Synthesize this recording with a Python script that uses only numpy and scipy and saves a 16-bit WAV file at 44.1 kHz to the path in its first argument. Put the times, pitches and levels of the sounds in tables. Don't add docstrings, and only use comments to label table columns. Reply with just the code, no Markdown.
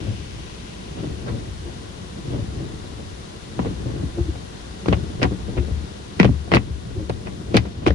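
import sys
import numpy as np
from scipy import signal
from scipy.fft import rfft, irfft
from scipy.io import wavfile
from scipy.ndimage import uniform_filter1d

SR = 44100
rng = np.random.default_rng(int(sys.argv[2]) if len(sys.argv) > 2 else 0)


def generate_wav(sig):
    pcm = np.round(np.clip(np.atleast_2d(sig).T, -1, 1) * 32767).astype(np.int16)
    wavfile.write(sys.argv[1], SR, pcm)


N = 350154
T = np.arange(N) / SR

TURN_S, FIRST_VANE_S = 1.308, 1.013
FIRM_SMACK_DB = -9
FULL_WEIGHT_S = 0.0049
EDGE_S = 0.008


def undb(db):
    return 10 ** (np.asarray(db) / 20)


def unit(x):
    return x / np.sqrt(np.mean(x ** 2))


def gains(table):
    s, *columns = np.transpose(table)
    return [undb(np.interp(T, s, column)) for column in columns]


def pan(db):
    return undb(np.array([[.5], [-.5]]) * db)


def across(points, size=N):
    hz, value = np.transpose(points)
    bins_hz = np.arange(size // 2 + 1) * SR / size
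    return np.interp(np.log(bins_hz + 1), np.log(hz), value)


def colour(x, points, size=4096):
    cepstrum = irfft(across(points, size) * np.log(10) / 20)
    cepstrum[1:size // 2] *= 2
    cepstrum[size // 2 + 1:] = 0
    response = irfft(np.exp(rfft(cepstrum)))[:size // 2]
    response = response / np.linalg.norm(response)
    return signal.fftconvolve(x, response[None], axes=1)[:, :N]


def ports(pair):
    # (frequency [Hz], correlation [-1 to 1])
    likeness = [(45, 0.31), (95, 0.81), (160, 0.65), (320, 0.72), (480, -0.4), (750, -0.49), (1300, -0.31),
                (2100, 0.072), (3300, -0.16), (4800, 0.21), (7800, -0.11), (9900, 0.56), (11500, -0.47)]
    angle = np.arcsin(np.clip(across(likeness), -.98, .98)) / 2
    spectra = rfft(pair * signal.windows.tukey(N, .001))
    return irfft(np.cos(angle) * spectra + np.sin(angle) * spectra[::-1], N)


def add(track, s, sound):
    i = int(np.clip(s * SR, 0, N - 1))
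    track[..., i:i + sound.shape[-1]] += sound[..., :N - i]


def fade(t60, size=SR // 2):
    return np.exp(-np.log(1000) * T[:size] / t60)


def drops(rate, spread_db):
    hit = rng.random((2, N)) < rate / SR
    size = undb(spread_db * np.clip(rng.standard_normal((2, N)), -2, 2))
    return unit(hit * size * np.sign(rng.standard_normal((2, N))))


def ring(modes, twist, scatter_db, detune):
    out = 0
    chance = rng.uniform(-1.64, 1, (len(modes), 2))
    for k, ((hz, t60, db, side_db), (strength, shift)) in enumerate(zip(modes, chance)):
        decay = fade(t60)
        pitch = hz * (1 + detune * shift)
        wave = np.cos(2 * np.pi * pitch * T[:len(decay)] + k * twist)
        out = out + pan(side_db) * undb(db + scatter_db * strength) * decay * wave
    return out


def push(x, contact_s):
    force = np.sin(np.pi * np.minimum((T[:SR // 20] + 1 / SR) / contact_s, 1))
    return signal.fftconvolve(x, force[None] / force.sum(), axes=1)[:, :N]


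def even(x, size=1400):
    return x / np.sqrt(uniform_filter1d(np.mean(x ** 2, axis=0), size) + 1e-12)


def swell(s, spread_s):
    return np.exp(-.5 * ((T - s) / spread_s) ** 2)


def water(spray_db, mist_db):
    # (time [s], spray level [dB], fine mist level [dB])
    flow = [(0, -46, -55.5), (2, -45.5, -55.5), (4.8, -45, -55.5), (6.1, -45.5, -56.5), (6.7, -48, -58),
            (7.4, -47.5, -56.5), (7.94, -48, -62.5)]
    # (time [s], level [dB])
    nozzle_path = [(0, -45), (.7, -48), (1.6, -51.5), (3, -52.5), (6, -52.5), (6.7, -54)]
    # (frequency [Hz], level [dB])
    spray_spectrum = [(150, 9.5), (400, 11.5), (700, 7.5), (1100, 4), (1700, 1.5), (2500, -4.5), (3600, 2),
                      (5000, -4.5), (6500, -10), (8000, -13.5), (11000, -27), (12000, -50)]
    mist_spectrum = [(3000, -11), (6000, -2.5), (8000, -4.5), (9800, -5), (11000, -7), (11600, -19.5),
                     (12200, -36), (15500, -25)]
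    jet_spectrum = [(1200, -14), (2200, -2.5), (2900, 1), (3800, -6.5), (6000, -10), (11000, -39.5)]
    # (frequency [Hz], left minus right [dB])
    side = [(300, -0.5), (1200, 3.5), (2400, 3.5), (4400, 6.5), (6500, 8.5), (8500, -1), (10500, -1.5)]
    spray, mist = gains(flow)
    nozzle, = gains(nozzle_path)
    coarse = spray * undb(spray_db) * colour(drops(rate=9000, spread_db=2.5), spray_spectrum)
    fine = mist * undb(mist_db) * colour(drops(rate=22000, spread_db=5.5), mist_spectrum)
    jet = nozzle * colour(drops(rate=12000, spread_db=4.0), jet_spectrum)
    stereo = ports(coarse + fine + jet)
    return irfft(rfft(stereo) * pan(across(side)), N)


def vanes():
    # (time behind the heaviest [s], drumming level [dB], wet swish level [dB])
    shaft = [(0, -28, -41.5), (0.284, -29.5, -45), (.65, -36.5, -54)]
    attack_s, release_s = 0.046, 0.094
    drum, swish = 0, 0
    for delay_s, drum_db, swish_db in shaft:
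        since = (T - FIRST_VANE_S - delay_s + TURN_S / 2) % TURN_S - TURN_S / 2
        wipe = np.exp(-.5 * (since / np.where(since < 0, attack_s, release_s)) ** 2)
        drum = drum + undb(drum_db) * wipe
        swish = swish + undb(swish_db) * wipe ** 3
    return drum, swish


def lean(swing_db, lag_s):
    return undb(swing_db * np.cos(2 * np.pi * (T - FIRST_VANE_S - lag_s) / TURN_S))


def brush(patter_db, rumble_db, drum_db, swish_db):
    # (time [s], level [dB])
    bearing = [(0, -0.5), (1.1, 0.5), (2.4, 2), (3.25, -1.5), (3.8, 4), (4.6, -1), (5.5, 6), (6.4, -2),
               (7.2, 5.5), (7.94, -2)]
    # (frequency [Hz], level [dB])
    patter_spectrum = [(40, -25.5), (80, 1), (125, 1), (200, 2.5), (270, -6), (350, -7), (480, -9.5),
                       (650, -15), (1000, -27), (1600, -32), (3000, -48), (8000, -68)]
    drum_spectrum = [(50, -27), (90, 4), (125, 6.5), (200, -6), (320, -4.5), (550, -16.5), (1000, -32),
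                     (8000, -78)]
    swish_spectrum = [(200, -13), (550, 8.5), (1100, -1), (1700, -10.5), (3000, -6), (6000, -26),
                      (11000, -56)]
    rumble_spectrum = [(15, -10), (28, 22.5), (42, -20), (58, 14), (76, 6), (105, 1.5), (150, -7),
                       (1000, -85)]
    pressure, = gains(bearing)
    waves, wipes = vanes()
    landings = drops(rate=260, spread_db=-1.5)[0] ** 2
    drag = np.sqrt(np.abs(signal.fftconvolve(landings, fade(t60=0.05))[:N]))
    taps, drumming, swish = (colour(unit(drag * rng.standard_normal((2, N))), spectrum)
                             for spectrum in (patter_spectrum, drum_spectrum, swish_spectrum))
    strips = lean(swing_db=1.5, lag_s=0.12) * undb(patter_db) * taps
    strips = strips + waves * undb(drum_db) * even(drumming)
    strips = strips + wipes * undb(swish_db) * swish
    shaking = colour(rng.standard_normal((2, N)), rumble_spectrum)
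    shake = lean(swing_db=3, lag_s=0.41) * undb(rumble_db) * shaking
    return pressure * (ports(strips) * pan(2.1) + ports(shake) * pan(3.4))


def blows():
    # (time [s], length [s],
    # wet smack [dB], sharp crack [dB], knock [dB], knock pitch [Hz], air pocket [Hz])
    slap_rows = [(1.262, 0.045, -24.5, -41, -29.5, 288, 1300), (3.591, 0.0022, -20, -58, -13.5, 290, 1000),
                 (3.648, 0.017, -27, -50, -19.5, 480, 2400), (4.859, 0.00094, -20, -37, -20.5, 329.7, 1100),
                 (4.884, 0.0044, -15, -26, -12.5, 123, 620), (4.917, 0.001, -29, -45, -16.5, 119, 700),
                 (4.926, 0.0047, -14.5, -32, -15.5, 150, 3020), (5.217, 0.0057, -16, -31, -18, 302, 2700),
                 (5.229, 0.0013, -8.5, -21.5, -21.5, 333, 2100),
                 (5.236, 0.016, -14.5, -40, -16.5, 282, 846), (5.568, 0.016, -22, -43, -23, 340, 2580),
                 (6.199, 0.00089, -1.5, -16, -5.5, 161.9, 2020),
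                 (6.230, 0.0024, -13, -23.5, -15.5, 282, 2600), (6.245, 0.006, -12, -29, -9.5, 218.7, 3000),
                 (6.276, 0.0013, -24, -50, -36, 270, 1502), (6.517, 0.0065, -11, -27, -17.5, 279, 2500),
                 (6.537, 0.004, -8, -29, -11.5, 325, 2550), (6.547, .006, -8.5, -17, -15, 327, 2400),
                 (6.562, 0.0054, -10, -39, -10.5, 400, 2470), (7.096, 0, -17.5, -32.5, -15, 282, 617),
                 (7.261, 0.017, -23, -44, -31, 300, 2300), (7.543, 0.0045, -13.5, -23, -10, 150, 3500),
                 (7.552, 0.0011, -13, -26, -9.5, 170, 2800), (7.560, 0.0008, -22, -28, -12, 323, 3480),
                 (7.568, 0, -6.5, -13.5, -24, 350, 2200), (7.572, 0.0017, -11, -18.5, -17, 424, 4700),
                 (7.652, 0.013, -27, -52, -28, 347, 2190), (7.864, .002, -10.5, -25.5, -13.5, 343, 800),
                 (7.872, .007, -11.5, -22.5, -14, 363, 3600), (7.904, 0.0034, -19, -31, -17, 233, 1600)]
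    # (time [s], length [s], wet smack [dB], knock [dB], knock pitch [Hz])
    pat_rows = [(0.06, 0.055, -34.5, -27, 131), (0.969, 0.017, -31, -36, 402),
                (1.034, 0.0074, -26.5, -28.5, 337), (1.3, .08, -39, -31.5, 247),
                (1.645, .05, -35, -37, 420), (2.325, .03, -30, -25.5, 359),
                (2.36, 0.071, -37.5, -30.5, 151), (2.605, .018, -36, -30.5, 300.7),
                (2.841, 0.0077, -35, -32.5, 379.3), (2.985, 0.017, -35, -36, 400),
                (3.858, .004, -34, -25, 110), (3.88, 0.011, -44, -34, 330), (3.997, 0.011, -29, -29.5, 280),
                (4.032, 0.0022, -44, -18.5, 99), (4.173, 0.028, -29, -28, 340),
                (4.354, 0.0039, -27, -31, 400), (5.31, 0.019, -39, -26, 480),
                (5.481, 0.017, -38, -26.5, 398), (5.675, .018, -32, -31.5, 479),
                (6.292, .003, -41, -12.5, 100), (6.477, 0.0021, -29, -39, 400),
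                (6.958, 0.085, -40, -31, 400), (7.412, .002, -42, -30, 218)]
    pocket_hz, crack_db = 720, -28
    pats = [(s, length_s, wet_db, wet_db + crack_db, blow_db, hz, pocket_hz)
            for s, length_s, wet_db, blow_db, hz in pat_rows]
    return slap_rows + pats


def bunch(length_s):
    strip_gap_s = .009
    count = 1 + int(round(abs(length_s) / strip_gap_s))
    delays = np.linspace(0, length_s, count)
    return zip(delays, np.sin(np.pi * np.arange(1, count + 1) / (count + 1)))


def wet_spectrum(wet_db, pocket_hz):
    # (frequency [Hz], level [dB])
    smack_spectrum = [(250, -5), (600, 8.5), (950, 2), (1450, -2.5), (2000, -2.5), (2600, -2), (3300, -8.5),
                      (5000, -23), (10000, -53)]
    dulling = 0.19
    pocket_db, pocket_octaves = 5.5, 0.32
    hz = np.geomspace(200, 10000, 18)
    points_hz, points_db = np.transpose(smack_spectrum)
    plain = np.interp(np.log(hz), np.log(points_hz), points_db)
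    tilt = dulling * (wet_db - FIRM_SMACK_DB) * np.log2(hz)
    pocket = pocket_db * np.exp(-.5 * (np.log2(hz / pocket_hz) / pocket_octaves) ** 2)
    return list(zip(hz, plain + tilt + pocket))


def splat(spectrum, splash_db, contact_s, size=SR // 6):
    burst_s, splash_s = 0.0066, 0.066
    graze = undb(-20.5) * np.linspace(0, 1, int(EDGE_S * SR))
    decay = fade(burst_s, size) + undb(splash_db) * fade(splash_s, size)
    burst = decay * (1 - fade(contact_s, size))
    envelope = np.concatenate([graze, burst])[:size]
    flutter = undb(3.5 * unit(uniform_filter1d(rng.standard_normal(size), size=80)))
    pockets = [(hz, db + 2.5 * rng.uniform(-1, 1)) for hz, db in spectrum]
    return colour(envelope * flutter * rng.standard_normal((2, size)), pockets)


def knock(hz, firmness, overtone_db, size=SR // 6):
    start_hz, glide_s = 590, 0.00397
    cycles = 13
    pitch = hz + firmness * (start_hz - hz) * np.exp(-T[:size] / glide_s)
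    turns = np.array([[1], [1.1]]) * np.cumsum(pitch) / SR
    wave = 0
    for k, (ratio, sense) in enumerate([(1, 1), (1.6, 1), (2.4, -1), (3.5, -1)]):
        own = turns * ratio * rng.uniform(.96, 1.04)
        shape = (-1) ** k * np.array([[1], [sense]])
        decay = fade(cycles / hz / np.sqrt(ratio), size)
        wave = wave + shape * undb(k * overtone_db) * np.sin(2 * np.pi * own) * decay
    return wave * (1 - np.exp(-4 * turns))


def slaps(smack_db, crack_db, knock_db, panel_db):
    # (frequency [Hz], level [dB])
    crack_spectrum = [(1500, -21), (3000, 4.5), (4700, 5.5), (6200, -4), (8000, -13.5), (10500, -16.5),
                      (12500, -42), (15500, -47)]
    # (frequency [Hz], t60 [s], level [dB], left minus right [dB])
    panel_modes = [(115, 0.31, 1.5, 15.5), (152, 0.065, 2, -15.5), (189, 0.2, 6, 7), (243.5, 0.088, 6, 1),
                   (292.4, 0.13, 5.5, 1), (336, 0.04, 0, -15), (457.5, 0.1, -2.5, 5), (553, 0.062, 3, -5)]
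    firm_contact_s, softening = 0.0033, 0.66
    sag_octaves, sag_s = 0.81, 0.025
    lone_strip_db = -0.5
    smacks, cracks, knocks, panels = np.zeros((4, 2, N))
    for s, length_s, wet_db, sharp_db, blow_db, hz, pocket_hz in blows():
        wet = wet_spectrum(wet_db, pocket_hz)
        ring_db = blow_db + panel_db + lone_strip_db * np.exp(-2 * abs(length_s) / FULL_WEIGHT_S)
        contact_s = firm_contact_s * undb(softening * (FIRM_SMACK_DB - wet_db))
        firmness = min(firm_contact_s / contact_s, 1)
        for delay, gain in bunch(length_s):
            landing = s + delay
            pitch = hz * 2 ** (-sag_octaves * (1 - np.exp(-delay / sag_s)))
            smack = splat(wet, splash_db=-5.0, contact_s=contact_s)
            crack = splat(crack_spectrum, splash_db=-10.0, contact_s=contact_s)
            thump = knock(pitch, firmness, overtone_db=-5.5)
            ringing = ring(panel_modes, twist=np.pi, scatter_db=9.0, detune=0.043)
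            add(smacks, landing - EDGE_S, gain * undb(wet_db + smack_db) * smack)
            add(cracks, landing - EDGE_S, gain * undb(sharp_db + crack_db) * crack)
            add(knocks, landing, gain * undb(blow_db + knock_db) * thump)
            add(panels, landing, gain * undb(ring_db) * ringing)
    on_glass = ports(smacks * pan(1.0) + cracks * pan(5.8) + knocks * pan(1.0))
    return on_glass + push(panels, contact_s=0.00081)


def bumps(thud_db, slap_db):
    # (time [s], level [dB])
    thuds = [(1.106, -20.5), (2.42, -18.5), (4.203, -11), (4.285, -19), (4.93, -16.5), (5.261, -12.5),
             (5.579, -12.5), (5.712, -12.5), (6.307, -19), (6.57, -15.5), (6.702, -19), (6.97, -15.5),
             (7.02, -20.5), (7.893, -12)]
    # (frequency [Hz], t60 [s], level [dB], left minus right [dB])
    cabin_modes = [(65.4, 0.033, -21, -6), (73.9, 0.49, 2.5, 8.5), (85.7, 0.1, 6, 3),
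                   (107, 0.24, -5.5, -11), (142, 0.14, -14.5, -5)]
    air = np.zeros((2, N))
    on_roof = [(s, undb(db + thud_db)) for s, db in thuds]
    on_glass = [(s + length_s / 2, undb(blow_db + slap_db) * np.tanh(length_s / FULL_WEIGHT_S))
                for s, length_s, _, _, blow_db, _, _ in blows()]
    for s, weight in on_roof + on_glass:
        add(air, s, weight * ring(cabin_modes, twist=0, scatter_db=4.5, detune=0.042))
    return push(push(air, contact_s=0.0077), contact_s=0.0018)


def rubs(wobble):
    # (middle [s], Gaussian spread [s], slips per second [Hz], level [dB])
    drags = [(4.199, 0.017, 345, -19.5), (4.291, 0.0066, 320, -22), (5.605, 0.013, 340, -25.5),
             (6.554, 0.014, 350, -12), (6.972, .012, 369, -27.5), (7.875, 0.0047, 344, -8)]
    out = 0
    for s, spread_s, hz, db in drags:
        unrest = unit(uniform_filter1d(rng.standard_normal(N), size=300))
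        phase = 2 * np.pi * np.cumsum(hz * (1 + wobble * unrest)) / SR
        out = out + undb(db) * swell(s, spread_s) * np.sin(phase)
    return out


def windshield(x):
    # (centre [Hz], width [Hz], level over the plain sound [dB])
    resonances = [(362.6, 63, -7.5), (455, 18, -6), (742, 28, -7), (1008, 34, -2), (1118, 36, -5),
                  (1440, 45, -4), (1590, 36, -7), (1940, 70, -6)]
    hz = np.arange(N // 2 + 1) * SR / N
    response = 1 + sum(undb(db) / (1 + 2j * (hz - centre) / width) for centre, width, db in resonances)
    return irfft(rfft(x) * response, N)


def scene():
    outside = water(spray_db=3.0, mist_db=2.5)
    outside = outside + brush(patter_db=-39.5, rumble_db=-37.5, drum_db=-1.5, swish_db=-1.0)
    outside = outside + slaps(smack_db=-2.0, crack_db=0.5, knock_db=0.23, panel_db=-13)
    return windshield(outside) + rubs(wobble=0.0383) + bumps(thud_db=-6.5, slap_db=-8.0)


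def record(dry):
    low_hz, top_hz = 38, 15700
    thinned = signal.sosfilt(signal.butter(3, low_hz, "high", fs=SR, output="sos"), dry)
    rounded = np.tanh(thinned)
    return signal.sosfilt(signal.ellip(8, .2, 70, top_hz, fs=SR, output="sos"), rounded)


dry = scene()
out = record(dry)
generate_wav(out)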